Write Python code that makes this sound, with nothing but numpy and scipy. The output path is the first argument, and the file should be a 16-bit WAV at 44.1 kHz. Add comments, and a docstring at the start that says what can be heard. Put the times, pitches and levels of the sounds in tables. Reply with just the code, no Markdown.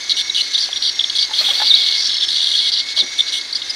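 """First comes the hiss of a far insect chorus over a murmuring river, on a wooded bank in the evening.
With it go a trilling cricket, thin gliding whines and a lower throbbing drone, all made of wavering tones.
Close by, a shrill caller (a cicada or a small scolding bird) stutters in rasps and squeaks and holds one
long rattle: fast chirping pulses with puffs of noise, broken by clear tones that curve in pitch.
An angler's cast adds a swish of shaped noise and a few soft knocks; a stalk snaps and a boot thuds."""
import sys
import numpy as np
from scipy import signal
from scipy.fft import rfft, irfft
from scipy.io import wavfile
from scipy.ndimage import uniform_filter1d

SR = 44100
rng = np.random.default_rng(int(sys.argv[2]) if len(sys.argv) > 2 else 0)


def master(y):
    """Save y as 16-bit WAV."""
    cut = np.clip(np.atleast_2d(y).T, -1, 1)
    pcm = np.round(cut * 32767)  # scale
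    wavfile.write(sys.argv[1], SR, pcm.astype(np.int16))


N = 165375
TIME = np.arange(N) / SR   # seconds


def from_db(db):
    """Turn decibels into a gain."""
    return 10 ** (np.asarray(db) / 20)


def rms_one(x):
    """Scale a sound to an average strength (rms) of 1."""
    return x / np.sqrt(np.mean(x ** 2) + 1e-20)


def level(rows):
    """Gain over time, drawn through (time [s], level [dB]) points."""
    return from_db(np.interp(TIME, *np.transpose(rows)))


def coloured(points, drive=1):
    """Noise, made louder and softer by drive, then given a spectrum with steep skirts; rms 1."""
    hz, db = np.transpose(points)
    f = np.maximum(np.arange(N // 2 + 1) * SR / N, 1)
    skirts = np.minimum(f / hz[0], 1) ** 6 * np.minimum(hz[-1] / f, 1) ** 6
    shape = from_db(np.interp(np.log(f), np.log(hz), db))
    noise = rng.standard_normal(N) * drive
    return rms_one(irfft(rfft(noise) * skirts * shape, N))


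def drift(rate):
    """Smooth random wandering, up to about rate wiggles per second; rms 1."""
    f = np.arange(N // 2 + 1) * SR / N
    return rms_one(irfft(rfft(rng.standard_normal(N)) / (1 + (f / rate) ** 4), N))


def gate(start, length, attack, release):
    """Straight attack, hold and release; the two ramps are centred on the ends."""
    rise = (TIME - start) / attack
    fall = (start + length - TIME) / release
    return np.clip(np.minimum(rise, fall) + .5, 0, 1)


def phase_of(hz):
    """Running phase of a moving pitch."""
    return 2 * np.pi * np.cumsum(hz) / SR


# Spectrum of the river: (frequency [Hz], relative level [dB per Hz])
RIVER_COLOUR = [(15,-62),(25,-24),(70,-7.5),(120,-10),(164,-21.5),(276,-3),(490,-8.5),(1100,-6.5),(2080,-1.5),(3520,-120)]
RIVER_DB = -42.5


def river():
    """Running water heard as a steady, mostly low noise."""
    return from_db(RIVER_DB) * coloured(RIVER_COLOUR)


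# Spectrum of the far insects together: (frequency [Hz], relative level [dB per Hz])
CHORUS_COLOUR = [(1300,-36.5),(1650,-6),(2000,-12),(2500,-11),(2900,-10),(3500,2),(4350,4),(5200,-5),(6100,-10),(6800,-11.5),(7600,-20.5),(9400,-22),(10200,-26),(15000,-49)]
# Slow swells of the far insects, before echoes: (time [s], level [dB])
CHORUS_LEVEL = [(0,-28.5),(.5,-27),(1.05,-28.5),(1.6,-27.5),(2.3,-25.5),(2.9,-28),(3.3,-26.5),(3.49,-30),(3.75,-28)]
CHORUS_FLUTTER_DB = 1.85


def chorus():
    """Many far insects blur into a fluttering hiss."""
    flutter = from_db(CHORUS_FLUTTER_DB * drift(32))
    return level(CHORUS_LEVEL) * coloured(CHORUS_COLOUR, flutter)


FAR_DRONE_HZ, FAR_DRONE_WIDTH_HZ, FAR_DRONE_DB = 2127, 126, -41
DRONE_WOBBLE_HZ = 16   # rms, for far and nearer drones


def far_drone():
    """Farther callers blend into a narrow band: a tone whose strength wanders at random."""
    pitch = FAR_DRONE_HZ + DRONE_WOBBLE_HZ * drift(42.4)
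    return from_db(FAR_DRONE_DB) * rms_one(drift(FAR_DRONE_WIDTH_HZ / 2) * np.sin(phase_of(pitch)))


# Calls of the droning insects: (start [s], length [s], level [dB])
DRONES = [(-.1,0.62,-38),(1.176,0.091,-38.5),(1.495,.53,-34.5),(2.609,0.077,-35.5),(2.799,.62,-35.5)]
DRONE_HZ, DRONE_ARCH_HZ, DRONE_THROB_DB = 2165, 62, 2.4


def drones():
    """Throbbing insect tones that arch up and down in pitch."""
    wobble, out = DRONE_WOBBLE_HZ * drift(110), np.zeros(N)
    for start, length, db in DRONES:
        arch = np.sin(np.pi * np.clip((TIME - start) / length, 0, 1))
        tone = np.sin(phase_of(DRONE_HZ + DRONE_ARCH_HZ * arch + wobble))
        out += from_db(db) * gate(start, length, 0.015, 0.034) * tone
    return np.sqrt(2) * out * rms_one(from_db(DRONE_THROB_DB * drift(38)))


HIGH_WHINE_HZ, HIGH_WHINE_DB = 9060, -55.5
WHINE_WOBBLE_HZ = 26   # rms, for this and the gliding whines


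def high_whine():
    """A very faint high tone whose strength wanders at random."""
    tone = np.sin(phase_of(HIGH_WHINE_HZ + WHINE_WOBBLE_HZ * drift(29.5)))
    return from_db(HIGH_WHINE_DB) * drift(50) * tone


# Thin whines: (start [s], length [s], level [dB], start pitch [Hz], end pitch [Hz])
WHINES = [(0,.13,-38,6180,5680),(.15,.19,-33,5660,5640),(.31,.05,-38,6380,6200),(.42,.24,-36,5990,6080),(.67,.05,-37,6050,5820),(.72,.4,-32.5,5680,5530),(1.03,.08,-38,6420,6150),(2.07,.24,-29.5,5280,5370),(3.02,.3,-35,5800,5700),(3.62,.2,-39.5,6010,5900)]
WHINE_PULSES_PER_S, WHINE_PULSE_DEPTH = 37, .45
WHINE_FADE_S, WHINE_FLUTTER_DB = .035, 1.8


def whines():
    """Thin insect tones that glide in pitch and pulse unevenly."""
    wobble, out = WHINE_WOBBLE_HZ * drift(120), np.zeros(N)
    for start, length, db, *hz in WHINES:
        pitch = np.interp(TIME, [start, start + length], hz) + wobble
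        out += from_db(db) * gate(start, length, WHINE_FADE_S, WHINE_FADE_S) * np.sin(phase_of(pitch))
    pulse_rate = WHINE_PULSES_PER_S * np.exp(0.192 * drift(14.5))
    pulsing = 1 + WHINE_PULSE_DEPTH * np.sin(phase_of(pulse_rate))
    return np.sqrt(2) * out * rms_one(pulsing * from_db(WHINE_FLUTTER_DB * drift(45)))


# Trills of the cricket: (start [s], length [s], level [dB])
TRILLS = [(-.05,0.49,-40),(0.902,0.51,-40.5),(1.89,0.53,-42.5),(2.906,0.57,-44.5)]
CRICKET_HZ, CRICKET_PULSES_PER_S, CRICKET_FALL_HZ = 6415, 38, 266


def cricket():
    """A trill about once a second; every wing stroke is a swelling tone that sags in pitch."""
    stroke = TIME * CRICKET_PULSES_PER_S % 1   # 0 to 1 through each stroke
    pitch = CRICKET_HZ + CRICKET_FALL_HZ * (.5 - stroke) + 25 * drift(170)
    tone = rms_one(np.sin(np.pi * stroke) ** 2 * np.sin(phase_of(pitch)))
    return tone * sum(from_db(db) * gate(start, length, 0.037, 0.045) for start, length, db in TRILLS)


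# Rise and fall of the cast's swish: (time [s], level [dB])
SWISH_LEVEL = [(1.3,-47),(1.41,-28),(1.52,-30),(1.65,-33),(1.85,-36.5),(2.3,-52)]
# Spectrum of the swish: (frequency [Hz], relative level [dB per Hz])
SWISH_COLOUR = [(200,-8),(550,0),(1100,-1.5),(2200,5.5),(5000,3.5),(9000,-11),(12000,-12.5),(15500,-13)]


def swish():
    """The angler's cast through the air: broad noise that rises fast and fades slowly."""
    return level(SWISH_LEVEL) * coloured(SWISH_COLOUR)


# Dull thuds of a shifting boot: (time [s], level before the attack ramp [dB], pitch [Hz])
THUDS = [(2.97,-32.5,620),(2.995,-35.5,310.5),(3.021,-31,252)]
THUD_ATTACK_S, THUD_DECAY_S = 0.0055, 0.025


def thuds():
    """Short low puffs of noise from trodden grass and soil."""
    out = np.zeros(N)
    for start, db, hz in THUDS:
        attack = np.clip((TIME - start) / THUD_ATTACK_S, 0, 1)
        decay = np.exp(-np.abs(TIME - start) / THUD_DECAY_S)
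        puff = coloured([(hz * 0.87, -8), (hz, 0), (hz * 1.15, -9), (hz * 3.16, -15)])
        out += from_db(db) * attack * decay * puff
    return out


# Soft knocks of the tackle, before the bass is cut: (time [s], level [dB], pitch [Hz])
KNOCKS = [(1.295,-36,897),(1.31,-27.5,870),(1.409,-28,615.4),(1.486,-27.5,817),(1.512,-31,568),(1.601,-24,841),(1.618,-19.5,862)]
# Ways a knocked object rings: (pitch ratio, relative level [dB], time to fall 60 dB [s])
KNOCK_MODES = [(1,5,0.064),(1.19,-10,0.059),(2.02,-0.5,0.058)]
KNOCK_CRACK_DB, KNOCK_CRACK_S = -6.5, 0.011   # relative level and decay time


def knocks():
    """Each knock is a short noisy crack and three ringing tones that die away."""
    out, crack = np.zeros(N), coloured([(400, 1), (1500, 5), (3000, -19)])
    for start, db, hz in KNOCKS:
        age = np.maximum(TIME - start, 0)
        ring = np.zeros(N)
        for ratio, mode_db, t60 in KNOCK_MODES:
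            fade = from_db(mode_db - 60 * np.minimum(age / t60, 2))
            ring += fade * np.sin(2 * np.pi * hz * ratio * age)
        crack_fade = (age > 0) * np.exp(-np.minimum(age / KNOCK_CRACK_S, 20))
        out += from_db(db) * (ring + from_db(KNOCK_CRACK_DB) * crack * crack_fade)
    return out


TWIG_S, TWIG_DB, TWIG_DECAY_S = .689, -23, .005   # level before the bass is cut


def twig():
    """A dry stalk snaps: noise that starts at once and dies within milliseconds."""
    fade = (TIME > TWIG_S) * np.exp(-np.abs(TIME - TWIG_S) / TWIG_DECAY_S)
    return from_db(TWIG_DB) * fade * coloured([(450, -3), (750, 10.0), (1300, -22), (2800, 4), (3500, -8)])


def low_cut(x, hz):
    """Small objects radiate little bass, so remove it."""
    return signal.sosfilt(signal.butter(2, hz, "high", fs=SR, output="sos"), x)


# Broad shape of the caller's voice: (frequency [Hz], level [dB])
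VOICE = [(2300,-24),(2650,-20),(2900,-5.5),(3100,-9),(3280,-0.5),(3900,-5.5),(4600,-3),(4850,-6.5),(5150,-10),(5650,-2),(6000,-5),(6300,-34),(7200,-17),(9000,-6)]
# Narrow fixed ripples that ground and microphone lay over the rasp:
# (frequency [Hz], width [Hz], boost [dB])
RIPPLES = [(2920,70,4),(3338,90,5),(3630,80,4),(3890,70,4),(4228,70,4.5),(4440,60,3.5),(4590,60,3.5),(4930,60,3),(5265,55,4),(5945,60,4)]


def voiced_and_rippled(x):
    """Apply the caller's broad voice and the fixed ripples (minimum phase, so nothing rings early)."""
    f = np.maximum(np.arange(N // 2 + 1) * SR / N, 1)
    db = np.interp(f, *np.transpose(VOICE))
    for hz, width, boost in RIPPLES:
        db += boost / (1 + (2 * (f - hz) / width) ** 2)
    cepstrum = irfft(np.log(from_db(db)), N)
    cepstrum[1:] *= 2 * (np.arange(1, N) <= N // 2)   # fold onto the earlier half: minimum phase
    return irfft(rfft(x) * np.exp(rfft(cepstrum)), N)


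def shrill(hz):
    """The close caller's pure tone; rms 1."""
    return np.sqrt(2) * np.sin(phase_of(hz))


# Clear squeaks, level before flutter and echoes:
# (start [s], length [s], level [dB], start pitch [Hz], middle pitch [Hz], end pitch [Hz])
SQUEAKS = [(.114,0.012,-15.5,4210,3840,3740),(.197,0.01,-21,3560,3300,3380),(0.296,0.0085,-14.5,3930,3860,3560),(.362,0.0074,-17,4000,3750,3600),(0.364,0.052,-22,3050,2990,2960),
           (.404,.018,-16.5,3550,4220,4200),(.544,0.02,-17.5,3560,3750,3970),(0.624,0.024,-22.5,4960,4480,4170),(.729,0.0063,-15,3630,3400,3400),(0.859,0.0056,-23,3620,3640,3810),
           (.991,0.01,-13,4470,3430,3330),(1.006,0.0088,-16,3700,3540,3270),(1.04,0.0068,-14,3800,3510,3480),(1.335,.012,-26,3400,3300,3280),(1.387,0.023,-16,4300,4190,4320),
           (1.664,0.048,-18.5,4560,4600,4171),(1.696,0.03,-12,4320,3760,3690),(1.724,0.021,-16,3603,3710,3620),(1.738,.011,-8,3790,3830,3930),(1.748,0.0085,-11,4130,4410,4400),(2.224,.012,-16,3740,3550,3360),(2.57,.038,-20,4955,3700,3390),(2.667,0.013,-18.5,3545,3736,3994),
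           (2.986,0.038,-15,4430,3837,3360),(3.187,0.015,-13.5,3465,3530,3640),(3.202,0.01,-10,3680,3560,3650),(3.321,0.065,-32,3180,2908,3680),(3.526,.01,-22,4350,4430,4475),(3.551,.015,-19.5,4300,4600,5040),(3.618,0.005,-23.5,4140,3850,3400),(3.694,0.02,-21.5,4930,4950,4980)]
SQUEAK_WOBBLE_HZ, SQUEAK_FLUTTER_DB = 105, 1.4


def squeaks():
    """Moments when the rasp locks into one tone that swells, curves in pitch and fades."""
    out, wobble = np.zeros(N), SQUEAK_WOBBLE_HZ * drift(460)
    for start, length, db, *hz in SQUEAKS:
        on = (TIME >= start) & (TIME < start + length)
        along = (TIME[on] - start) / length   # 0 to 1 through the squeak
        swell = np.sqrt(2 * np.abs(np.sin(np.pi * along)))
        curve = np.polyval(np.polyfit([0, .5, 1], hz, 2), along)
        out[on] += from_db(db) * swell * shrill(curve + wobble[on])
    return out * from_db(SQUEAK_FLUTTER_DB * drift(140))


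RASP_ATTACK_S, RASP_RELEASE_S = .0015, .003


def burst(start, length):
    """A quick attack, a hold and a dying tail."""
    attack = np.clip((TIME - start) / RASP_ATTACK_S + .5, 0, 1)
    return attack * np.exp(-np.clip((TIME - start - length) / RASP_RELEASE_S + .5, 0, 20))


# The caller's rasps, level before voice, ripples and echoes:
# (start [s], length [s], level [dB], pitch [Hz], sizzle relative to that level [dB])
RASPS = [(.095,0.031,-12.5,3890,-21),(0.166,0.052,-15.5,3700,-16.5),(.347,0.029,-14,3900,-19),(0.378,0.043,-19.5,3996,-12.5),(0.426,.02,-22.5,4310,-15),
         (0.532,0.034,-15.5,3920,-22),(0.578,.02,-16,3929,-19),(0.602,0.058,-16,4725,-23),(0.76,0.019,-17.5,3893,-23),(0.821,0.079,-13,4139,-24.5),
         (1.098,0.0049,-12,3792,-23),(1.153,0.025,-14,3938,-18),(1.183,0.048,-11.5,4381,-24),(1.23,.025,-18.5,4305,-25),(1.334,0.051,-17.5,3887,-20),
         (1.382,0.033,-13.5,4007,-23),(1.441,0.077,-14.5,3683,-20),(1.535,0.076,-16,4003,-20),(1.613,0.079,-13.5,4095,-25.5),
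         (1.694,0.046,-27,4002,-10.5),(1.755,0.1456,-13,3994,-27.5),(1.907,0.058,-15,3895,-25),(1.968,0.11,-14.5,4718,-25),(2.085,0.11,-17,3917,-28),
         (2.2,0.053,-15,3656,-26),(2.283,0.082,-16.5,3943,-19),(2.361,0.061,-14,3850,-24),(2.422,.148,-15.5,3752,-19.5),(2.569,0.13,-15,3914,-21.5),
         (2.717,0.094,-13.5,4145,-28),(2.887,0.004,-16.5,3993,-56),(2.964,.048,-13.5,3950,-21),
         (3.18,.03,-23.5,4001,-10),(3.277,.025,-20,4205,-39),(3.323,0.068,-18.5,3597,-13.5),(3.412,0.0063,-14.5,4314,-34),(3.527,0.011,-23,4399,-15),
         (3.548,0.023,-17.5,4469,-20),(3.616,0.0078,-18,3690,-39),(3.697,0.019,-28,4307,-12)]
# How deeply the pulses throb in groups: (time [s], depth [share])
THROB = [(1.7,.15),(2.05,.3),(2.2,.75),(2.33,.35),(2.45,.65),(2.6,.15)]
# Spectrum of the puffs, before it slides with the pitch: (frequency [Hz], relative level [dB per Hz])
PUFF_COLOUR = [(2600,0.5),(3300,0.5),(4600,4.5),(5050,1),(5900,-10.5),(6600,-4),(7500,-46)]
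# Spectrum of the sizzle, before voice and ripples: (frequency [Hz], relative level [dB per Hz])
SIZZLE_COLOUR = [(5450,-10),(5800,9.5),(6100,5.5),(6400,15),(7600,-0.5),(9300,-1.5),(10100,-9),(12600,-21),(15000,-26)]
PULSES_PER_S, PULSE_JITTER, PULSE_SPREAD_DB, PULSE_DEPTH = 232, .2, 1.4, .78
THROB_PULSES, THROB_FALL_HZ = 3, 358   # pulses per group; the pitch sags through each group
PULSE_FALL_HZ, RASP_WOBBLE_HZ, RASP_WANDER_HZ = 1147, 326.6, 110
RASP_TONE_DB, RASP_NOISE_DB, RASP_RAGGED_DB = -2, -4.5, .9
RASP_CEILING = 2.4   # soft limit on the swing, in multiples of roughly the rasp's rms


def rasps():
    """Uneven fast pulses, each a tiny falling chirp with a puff of noise, under a high sizzle."""
    gates = np.array([burst(start, length) for start, length, *_ in RASPS])
    _, _, db, hz, sizzle_db = np.transpose(RASPS)
    pitch = (hz @ gates + 1e-6 * hz.mean()) / (gates.sum(axis=0) + 1e-6)

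    cycles = np.cumsum(PULSES_PER_S * np.exp(PULSE_JITTER * drift(120))) / SR
    number, within = cycles.astype(int), cycles % 1   # which pulse, and how far through it
    group = cycles / THROB_PULSES % 1
    depth = np.interp(TIME, *np.transpose(THROB))
    throb = (1 - depth * np.cos(2 * np.pi * group)) / np.sqrt(1 + depth ** 2 / 2)
    throb = throb * rms_one(from_db(RASP_RAGGED_DB * drift(40)))
    pitch = pitch + THROB_FALL_HZ * (.5 - group) + RASP_WANDER_HZ * drift(20)

    # every pulse has its own strength
    strength = from_db(PULSE_SPREAD_DB * np.clip(rng.standard_normal(N), -2, 2)[number])
    pulse_shape = 1 - PULSE_DEPTH * np.cos(2 * np.pi * within)
    pulses = rms_one(uniform_filter1d(strength, size=30) * pulse_shape)
    tone = pulses * shrill(pitch + PULSE_FALL_HZ * (.5 - within) + RASP_WOBBLE_HZ * drift(502.7))

    # the noise band slides with the pitch
    slide = np.exp(1j * phase_of(pitch - hz.mean()))
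    puffs = np.real(signal.hilbert(coloured(PUFF_COLOUR, pulses)) * slide)
    rasp = from_db(RASP_TONE_DB) * tone + from_db(RASP_NOISE_DB) * puffs
    swing = np.abs(signal.hilbert(rasp))
    rasp = throb * rms_one(rasp / np.hypot(1, swing / RASP_CEILING))

    sizzle = rms_one(voiced_and_rippled(coloured(SIZZLE_COLOUR, throb)))
    return voiced_and_rippled((from_db(db) @ gates) * rasp) + (from_db(db + sizzle_db) @ gates) * sizzle


GROUND_ECHO_S, GROUND_ECHO = .00304, 0.24   # delay and gain
TREES_DB, TREES_T60_S = -15, 0.23   # scatter level and time to fall 60 dB


def outdoors(x):
    """One bounce off the ground and a faint scatter from the trees."""
    tail = rng.standard_normal(SR) * from_db(-60 * TIME[:SR] / TREES_T60_S)
    scatter = signal.fftconvolve(x, tail / np.linalg.norm(tail))[:N]
    bounce = np.interp(TIME - GROUND_ECHO_S, TIME, x, left=0)
    return x + GROUND_ECHO * bounce + from_db(TREES_DB) * scatter


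def scene():
    """River and insects behind, then the angler, then the close caller."""
    background = river() + far_drone() + drones() + high_whine() + whines() + cricket()
    angler = swish() + thuds() + low_cut(knocks() + twig(), 640)
    echoing = outdoors(chorus() + squeaks() + rasps())
    return (background + angler + echoing)[None]


def record(dry):
    """Cut the very top: 70 dB down from 16300 Hz upward."""
    return signal.sosfilt(signal.cheby2(16, 70, 16300, fs=SR, output="sos"), dry)


dry = scene()
out = record(dry)
master(out)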